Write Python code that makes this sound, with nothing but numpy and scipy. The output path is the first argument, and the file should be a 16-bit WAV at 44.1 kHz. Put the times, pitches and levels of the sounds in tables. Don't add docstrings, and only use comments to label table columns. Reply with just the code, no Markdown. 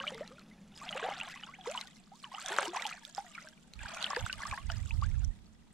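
import sys
import numpy as np
from scipy import signal
from scipy.io import wavfile
from scipy.ndimage import uniform_filter1d

SR = 44100
rng = np.random.default_rng(int(sys.argv[2]) if len(sys.argv) > 2 else 0)


def dump(signal):
    limited = np.clip(np.atleast_2d(signal).T, -1, 1)
    pcm = np.round(limited * 32767).astype(np.int16)
    wavfile.write(sys.argv[1], SR, pcm)


N = 252693
TIME = np.arange(N) / SR


def amp(db):
    return 10 ** (np.asarray(db) / 20)


def unit(x):
    return x / np.sqrt(np.mean(x ** 2) + 1e-20)


def read(points, hz):
    point_hz, point_db = np.transpose(points)
    return np.interp(np.log(hz + 1), np.log(point_hz + 1), point_db)


def colour(x, points, share=1):
    size = 4096
    bin_hz = abs(np.fft.fftfreq(size, 1 / SR))
    log_gain = np.log(amp(share * read(points, bin_hz)))
    spectrum = np.exp(np.conj(signal.hilbert(log_gain)))
    taps = np.fft.ifft(spectrum).real[:size // 2]
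    return signal.oaconvolve(np.atleast_2d(x), taps[None], axes=1)[:, :N]


def add(mix, start_s, sound):
    part = mix[:, max(round(start_s * SR), 0):][:, :sound.shape[1]]
    part += sound[:, :part.shape[1]]


def swell(full_s, hold_s, rise_s, fade_s):
    before_s = np.maximum(full_s - TIME, 0)
    after_s = np.maximum(TIME - full_s - hold_s, 0)
    return -20 * (before_s / rise_s + after_s / fade_s)


SURFACING = 0.515
WOBBLE, WOBBLE_HZ = 0.025, 47.2
BREAKUP_DB = 11


def bubble(hz, t60_s, rise_per_s, place, surfacing=SURFACING, spread_s=2.2e-5, pan_db=2.0, swell_share=0.0012):
    t = np.arange(int(np.clip(t60_s, .002, .25) * SR)) / SR
    side = np.array([[-.5], [.5]]) * place
    t = np.maximum(t + side * spread_s, 0)
    wobble = np.sin(2 * np.pi * (WOBBLE_HZ * 2 ** (place / 2) * t + place))
    glide = np.tanh(rise_per_s * t + surfacing * (t / t60_s) ** 2)
    pitch_shift = glide + WOBBLE * wobble
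    turns = hz * (t + np.cumsum(pitch_shift, axis=1) / SR)
    attack_s = 1 / (3 * hz) + swell_share * t60_s * max(rise_per_s, 0)
    decay = amp((BREAKUP_DB * wobble - 60) * t / t60_s)
    ring = (1 - np.exp(-t / attack_s)) * decay
    return amp(side * pan_db) * ring * np.sin(2 * np.pi * turns)


# start_s, pitch_hz, level_db, t60_s, rise_per_s (share of pitch; negative falls)
SINGLE_BUBBLES = [(0.001, 2830, -26.5, 0.0097, -9), (0.002, 1060, -37.5, 0.07, 0.5),
                  (0.004, 531, -45.5, 0.28, 1.5), (0.012, 1530, -35, 0.055, 1.5),
                  (0.039, 1260, -29, 0.036, 6), (0.066, 609, -42.5, 0.2, -1.5),
                  (0.068, 2310, -32, 0.046, -1.5), (0.078, 3000, -24.5, 0.033, -2),
                  (0.119, 518, -37, 0.086, 0.5), (0.146, 450, -43, 0.27, 0), (0.208, 550, -29.5, 0.073, 8),
                  (0.232, 1800, -44, 0.035, -5), (0.306, 484, -48, .21, 3.5), (0.316, 1240, -47, 0.038, -6),
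                  (0.382, 1420, -48.5, 0.079, -6.5), (0.513, 2080, -52.5, 0.064, 0),
                  (0.814, 1087, -40.5, 0.14, 6.5), (0.891, 3430, -26.5, 0.016, -26),
                  (0.927, 2780, -27.5, 0.018, 12), (0.949, 730, -30.5, 0.03, 30),
                  (0.953, 481, -34, 0.14, 7), (0.977, 2770, -28.5, 0.016, -17),
                  (0.998, 1160, -31.5, 0.022, -2), (1.026, 438.5, -33.5, 0.19, 4),
                  (1.028, 1635, -30, 0.03, -7), (1.04, 656, -27, .028, 15), (1.048, 728, -29, 0.13, 5),
                  (1.087, 656, -17.5, 0.011, 26), (1.201, 2570, -28.5, .018, -2),
                  (1.212, 2720, -26, 0.021, -6), (1.341, 1960, -37, .022, 0), (1.435, 2960, -34, 0.031, 1),
                  (1.487, 1050, -42.5, 0.088, 5), (1.537, 1950, -37, 0.048, 32),
                  (1.587, 788, -46.5, 0.17, -3), (1.611, 3330, -43, 0.026, -6),
                  (1.66, 916, -31, 0.044, 24.5), (1.67, 416, -29, .19, 13), (1.7, 2710, -38, .02, -12),
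                  (1.719, 2540, -40, 0.02, -20), (1.75, 1010, -33.5, 0.093, -3),
                  (1.776, 2940, -27, 0.028, -2.5), (2.117, 705, -44.5, 0.12, 12),
                  (2.238, 1174, -43.5, 0.15, -7.5), (2.243, 2920, -32, 0.013, -9),
                  (2.316, 963, -41, 0.12, 8), (2.34, 744, -38.5, 0.11, 7.5), (2.348, 2810, -31.5, .017, 1),
                  (2.381, 1138, -33, 0.052, 18.5), (2.503, 361, -41.5, 0.3, 4.5),
                  (2.525, 1750, -28, 0.022, 3), (2.531, 1420, -30, 0.022, -3),
                  (2.566, 1670, -18, 0.0024, 69), (2.586, 621, -27.5, 0.073, -8.5),
                  (2.5862, 1290, -5.5, 0.0047, 37), (2.596, 1120, -14, .005, 40),
                  (2.625, 393, -41.5, 0.24, 2), (2.654, 3000, -31, 0.025, -5),
                  (2.658, 775, -36, 0.034, 0.5), (2.67, 908, -34, 0.067, 5.5),
                  (2.677, 330, -35.5, 0.172, 2), (2.733, 738, -34.5, 0.06, -6),
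                  (2.747, 1060, -30.5, 0.064, -4), (2.76, 660, -24.5, 0.089, 37),
                  (2.768, 2400, -29, 0.014, 6), (2.796, 2210, -30, 0.028, 7),
                  (2.824, 1940, -29.5, .018, -13), (2.852, 870, -32, .09, -7),
                  (2.853, 2770, -19.5, 0.008, 60), (2.912, 1370, -33.5, 0.031, -14.5),
                  (2.926, 2330, -29.5, .016, 11), (3.07, 580, -58.5, 0.21, 3), (3.18, 803, -27, 0.089, -2),
                  (3.245, 750, -50.5, 0.19, -3), (3.35, 2370, -39.5, 0.055, -7.5),
                  (3.379, 1407, -36.5, 0.053, -8.5), (3.383, 1750, -31.5, 0.018, 48),
                  (3.445, 627, -53, 0.24, -0.5), (3.472, 1564, -42, 0.04, -4.5),
                  (3.792, 2430, -39, 0.02, -3), (3.857, 1360, -30, 0.03, 33),
                  (4.043, 3470, -16.5, 0.012, -51), (4.064, 2720, -23.5, 0.019, 27),
                  (4.106, 1112, -27, 0.045, 1.5), (4.132, 960, -20, 0.012, 23),
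                  (4.134, 1733, -31.5, 0.02, -6), (4.1645, 1700, -22, .022, 0),
                  (4.168, 796, -28, 0.033, 22.5), (4.168, 478, -27.5, 0.083, 1.5),
                  (4.264, 1270, -19.5, 0.0097, 45), (4.297, 1530, -31, 0.064, -3),
                  (4.299, 2500, -27.5, .012, 18), (4.329, 2950, -26.5, 0.018, -8),
                  (4.404, 1207, -35, 0.041, -13), (4.433, 1625, -27.5, .022, 7),
                  (4.453, 1100, -30, 0.055, 8.5), (4.481, 1700, -38, .022, 10),
                  (4.5129, 2450, -27.5, .018, -14), (4.525, 1100, -29.5, 0.067, -8.5),
                  (4.532, 778, -37.5, 0.096, 6), (4.536, 1660, -33, .042, 0), (4.576, 1090, -37, 0.089, -1),
                  (4.577, 1570, -21, 0.0087, 70), (4.699, 726, -38.5, 0.082, -6),
                  (4.7, 1494, -25.5, 0.016, -14), (4.701, 2940, -32, 0.014, -12),
                  (4.908, 2400, -25.5, 0.022, 32), (4.91, 930, -48, 0.088, -2.5),
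                  (5.023, 1078, -27.5, 0.061, 15)]


def plops(apart=0.64):
    out = np.zeros((2, N))
    places = apart * rng.standard_normal(len(SINGLE_BUBBLES))
    for (start_s, pitch_hz, level_db, t60_s, rise_per_s), place in zip(SINGLE_BUBBLES, places):
        add(out, start_s, amp(level_db) * bubble(pitch_hz, t60_s, rise_per_s, place))
    return out


# full_s, hold_s, rise_s (20 dB), fade_s (20 dB), force_db, spray_db (re force)
FOOT_STROKES = [(0.0, .1, .1, .45, -52.5, -10), (0.872, .35, .16, .55, -49.5, -10.5),
                (1.02, .07, .2, .25, -48, -15), (1.671, .13, .06, .12, -50.5, -7),
                (2.242, .008, .03, .06, -58, -9), (2.35, .09, .1, .1, -54.5, -8.5),
                (2.498, .16, .17, .09, -45, -5.5), (2.758, .1, .05, .22, -47.5, -7.5),
                (3.161, .04, .02, .2, -57.5, -1), (3.36, .04, .16, .22, -58, -7),
                (3.818, .15, .07, .3, -50.5, -8.5), (3.999, .17, .1, .38, -48.5, -8.5),
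                (4.42, .11, .15, .18, -51.5, -6), (4.696, .04, .05, .3, -55, -5),
                (5.014, .02, .04, .1, -58, -12), (5.077, .12, .2, .25, -65, -5)]
# full_s, hold_s, force_db
SPRAY_FLINGS = [(0.766, .1, -60), (1.288, 0.032, -61), (1.945, .015, -62.5), (2.153, .08, -65),
                (2.37, .09, -56), (2.656, 0.023, -54), (2.86, .07, -63), (3.038, .06, -62.5),
                (4.761, .3, -65.5)]
FIRM_DB = -46
WAKE_DB, WAKE_S = -15, 1.15
FLING_RISE_S, FLING_FADE_S = .02, 0.029
SPRAY_FADE = 0.99


def churn(steepness, calm_db, spray=False):
    power = 0
    for full_s, hold_s, rise_s, fade_s, force_db, spray_db in FOOT_STROKES:
        stroke_db = swell(full_s, hold_s, rise_s, fade_s * (SPRAY_FADE if spray else 1))
        wake_db = WAKE_DB + swell(full_s, hold_s, rise_s, WAKE_S)
        force_power = amp(force_db + spray * spray_db) ** 2
        power = power + force_power * (amp(stroke_db) ** 2 + amp(wake_db) ** 2)
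    if spray:
        for full_s, hold_s, force_db in SPRAY_FLINGS:
            fling_db = force_db + swell(full_s, hold_s, FLING_RISE_S, FLING_FADE_S)
            power = power + amp(fling_db) ** 2
    relative_force = np.sqrt(power) / amp(FIRM_DB)
    return np.hypot(amp(FIRM_DB) * relative_force ** steepness, amp(calm_db))


def clumps(depth_db=1.5, clump_s=.014):
    span = int(clump_s * SR) + 1
    smooth = uniform_filter1d(rng.standard_normal(N), span)
    spurts = unit(uniform_filter1d(smooth, span // 2 + 1))
    return unit(amp(depth_db * np.clip(spurts, -2, 2)))


def swarm(level, low_hz, high_hz, count, cycles, spread_db, rise_per_s, even_s):
    chance = np.cumsum(level ** .72)
    vigour = level / level.max()
    draws, normal = rng.random((count, 3)), rng.standard_normal((count, 3))
    out = np.zeros((2, N))
    for (when, size, force), (damping, lift, place) in zip(draws, normal):
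        hz = low_hz * (high_hz / low_hz) ** size
        start = np.searchsorted(chance, when * chance[-1])
        t60_s = cycles / hz * np.exp(.5 * damping) / (1 + vigour[start])
        strength = amp(spread_db * min(-np.log(1 - force), 2.6))
        ring = bubble(hz, t60_s, rise_per_s * (.2 + lift), place, surfacing=.15)
        add(out, start / SR, strength * ring)
    span = int(even_s * SR) + 1
    power = uniform_filter1d(uniform_filter1d((out ** 2).mean(0), span), span)
    out *= vigour ** .1 / np.sqrt(abs(power) + .35 * power.mean())
    wash = rng.standard_normal(N) + 1.03 * rng.standard_normal((2, N))
    return out + amp(-1 - 15 * np.sqrt(vigour)) * wash


def crackle(level, per_s, spread_db, burst_s):
    hits = rng.random(N) < per_s / SR * np.sqrt(level / level.max())
    clicks = hits * amp(spread_db * np.minimum(rng.exponential(1, N), 3))
    envelope = signal.lfilter([1], [1, -np.exp(-1 / (burst_s * SR))], clicks)
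    noise = rng.standard_normal(N) + 0.14 * rng.standard_normal((2, N))
    return level * unit(envelope * noise)


# freq_hz, gain_db
LARGE_COLOUR = [(150, -70), (280, -16), (430, -17.5), (530, -4.5), (640, 8), (780, 13), (1400, 6),
                (2500, -79)]
SMALL_COLOUR = [(400, -70), (950, -8), (1600, -3.5), (3500, -3), (4300, -11.5), (5400, -28), (9000, -62)]
SPRAY_COLOUR = [(1500, -98), (3300, 3), (4600, 0.5), (6000, -1.5), (7600, 0.5), (9000, -5.5), (11000, -11),
                (13000, -16.5), (15500, -27)]


def gurgle():
    spurts = clumps()
    deep = spurts * churn(steepness=3.3, calm_db=-74.0)
    large = spurts * churn(steepness=1.35, calm_db=-79.5)
    small = spurts * churn(steepness=1.02, calm_db=-79)
    spray = spurts * churn(steepness=0.87, calm_db=-77.5, spray=True)
    gulps = swarm(deep, 320, 560, count=260, cycles=216, spread_db=4.5, rise_per_s=1.4, even_s=0.12)
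    glugs = swarm(large, 519.4, 1248, count=700, cycles=58, spread_db=5.0, rise_per_s=5, even_s=0.09)
    tinkle = swarm(small, 1146, 4620, count=3900, cycles=58, spread_db=6.3, rise_per_s=5, even_s=0.07)
    fizz = swarm(spray, 4180, 14780, count=3600, cycles=41, spread_db=7.5, rise_per_s=4.9, even_s=0.1)
    splatter = crackle(small, per_s=1200, spread_db=20, burst_s=0.0002)
    patter = crackle(spray, per_s=790, spread_db=33.0, burst_s=0.0011)
    out = amp(-7.5) * deep * unit(colour(gulps, LARGE_COLOUR))
    out += amp(-3.0) * large * unit(colour(glugs, LARGE_COLOUR))
    out += amp(-0.3) * small * unit(colour(tinkle, SMALL_COLOUR))
    out += amp(-1.5) * spray * unit(colour(fizz, SPRAY_COLOUR))
    out += amp(1.5) * colour(splatter, SMALL_COLOUR)
    out += amp(-4.0) * colour(patter, SPRAY_COLOUR)
    return out


# freq_hz, gain_db
DRONE_COLOUR = [(20, -6), (70, -9), (105, -21), (145, -1.5), (218, 2), (270, -9), (380, -16.5), (1500, -27),
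                (6500, -35.5), (8000, -50), (9600, -37), (15000, -57)]
# time_s, level_db
DRONE_CURVE = [(0, -56), (0.9, -57.5), (2.6, -64), (3.4, -63), (4.1, -58.5), (5.73, -63.5)]


def drone():
    time_s, level_db = np.transpose(DRONE_CURVE)
    noise = rng.standard_normal(N) + 0.42 * rng.standard_normal((2, N))
    return amp(np.interp(TIME, time_s, level_db)) * unit(colour(noise, DRONE_COLOUR))


# start_s, level_db, pan_db (left minus right), pitch_hz (trapped bubble)
SURFACE_DROPS = [(0.0744, -40, 17, 3690), (0.1456, -36, 0.5, 3470), (0.277, -37, 5, 3870),
                 (0.3945, -44.5, 5, 4150), (0.7758, -42, 12, 3580), (1.699, -39, -4, 5900),
                 (1.714, -33.5, -2, 7270), (1.8122, -26, 3, 3770), (1.8727, -37.5, 2, 3470),
                 (2.461, -25, -4, 3450), (2.4848, -28.5, -6, 6150), (2.5648, -30, -1, 3880),
                 (2.586, -26, -1, 6060), (2.607, -33, -5, 8800), (2.6809, -32, 0, 5430),
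                 (2.764, -31, -4, 5400), (2.822, -29, -2, 3620), (2.866, -26.5, -3, 3220),
                 (2.8724, -35, -2, 5400), (3.051, -32.5, -2.5, 3600), (3.149, -34.5, -4, 5400),
                 (3.487, -42, 0, 5340), (3.736, -37.5, -2.5, 4200), (3.9457, -33, -3.5, 5650),
                 (4.0269, -27, -4, 3800), (4.1044, -32.5, -1, 5300), (4.163, -30, -3, 4560),
                 (4.2626, -33.5, 0, 7650), (4.3278, -27.5, -1, 4420), (4.4706, -33, -3, 5170),
                 (4.5123, -43.5, -15, 3980), (4.7182, -30, 0, 5270), (5.247, -41, -11, 5600)]


def drops(tick_db=-2, ring_db=-1, ring_t60_s=0.0081):
    t, out = np.arange(300) / SR, np.zeros((2, N))
    band = signal.butter(2, [2500, 7500], "bandpass", fs=SR, output="sos")
    for start_s, level_db, pan_db, pitch_hz in SURFACE_DROPS:
        gain = amp(level_db + np.array([[.5], [-.5]]) * pan_db)
        grit = rng.standard_normal(len(t)) + 0.34 * rng.standard_normal((2, len(t)))
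        tick = signal.sosfilt(band, grit * np.exp(-t / .0008))
        add(out, start_s, gain * amp(tick_db) * tick / abs(tick).max())
        ring = bubble(pitch_hz, ring_t60_s, 0, rng.standard_normal())
        add(out, start_s, gain * amp(ring_db) * ring)
    return out


# centre_s, level_db
POCKET_SLAPS = [(1.6693, -37), (2.5645, -26), (2.5867, -18), (3.1803, -32), (4.1705, -32)]


def slaps(width_s=0.00017):
    out = np.zeros(N)
    for centre_s, level_db in POCKET_SLAPS:
        u = (TIME - centre_s) / width_s
        out -= amp(level_db) * (1 - u ** 2) * np.exp(-np.minimum(u ** 2, 100) / 2)
    return out


# freq_hz, gain_db
WIND_COLOUR = [(15, -29), (30, -1.5), (70, 2.5), (105, -3.5), (150, -14.5), (220, -26.5), (400, -46.5),
               (1000, -47), (5000, -100)]
# full_s, hold_s, level_db (before the left and right gains)
WIND_GUSTS = [(3.772, 0.088, -49), (4.232, 0.012, -36), (4.372, 0.024, -48), (4.502, 0.024, -43),
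              (4.645, 0.22, -38.5), (4.927, 0.38, -33)]


def wind(left_db=-15, right_db=5, rise_s=0.042, fade_s=0.017, wake_db=-21, wake_s=0.49):
    power = 0
    for full_s, hold_s, level_db in WIND_GUSTS:
        puff = amp(level_db + swell(full_s, hold_s, rise_s, fade_s))
        wake = amp(level_db + wake_db + swell(full_s, hold_s, rise_s, wake_s))
        power = power + puff ** 2 + wake ** 2
    eddies = unit(colour(rng.standard_normal((2, N)), WIND_COLOUR))
    eddies /= np.sqrt(abs(uniform_filter1d(eddies ** 2, 3000, axis=1)) + 0.018)
    return amp([[left_db], [right_db]]) * np.sqrt(power) * eddies


def scatter(x, t60_s=0.026, wet_db=-17):
    t = np.arange(6000) / SR
    taps = rng.standard_normal((2, len(t)))
    taps *= rng.random((2, len(t))) < .08
    taps *= (t > .002) * np.exp(-np.log(1000) * t / t60_s)
    taps /= np.linalg.norm(taps, axis=1, keepdims=True)
    return x + amp(wet_db) * signal.oaconvolve(x, taps, axes=1)[:, :N]


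# time_s, side_gain_db
WIDTH_CURVE = [(0, -48), (.5, -25), (1.1, -5), (1.7, 4), (2.6, 2), (4.3, 7)]


def widen(x):
    time_s, side_db = np.transpose(WIDTH_CURVE)
    mid = x.mean(0)
    return mid + amp(np.interp(TIME, time_s, side_db)) * (x - mid)


def scene():
    water = plops() + gurgle() + drops() + slaps()
    bass_cut = signal.butter(2, 220, "highpass", fs=SR, output="sos")
    water = signal.sosfilt(bass_cut, water)
    return widen(scatter(water) + drone()) + wind()


# freq_hz, gain_db
PORT_TILT = [(300, -0.07), (4400, 0), (6000, 2.5), (8200, 5), (10000, -0.5), (12000, 0.5), (15000, -5)]
EDGE_HZ = 15900


def record(dry):
    left = colour(dry[0], PORT_TILT, share=-0.9)
    right = colour(dry[1], PORT_TILT, share=0.8)
    band_limit = signal.firwin(511, EDGE_HZ, window=("kaiser", 9), fs=SR)
    return signal.oaconvolve(np.vstack([left, right]), band_limit[None], "same")


dry = scene()
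out = record(dry)
dump(out)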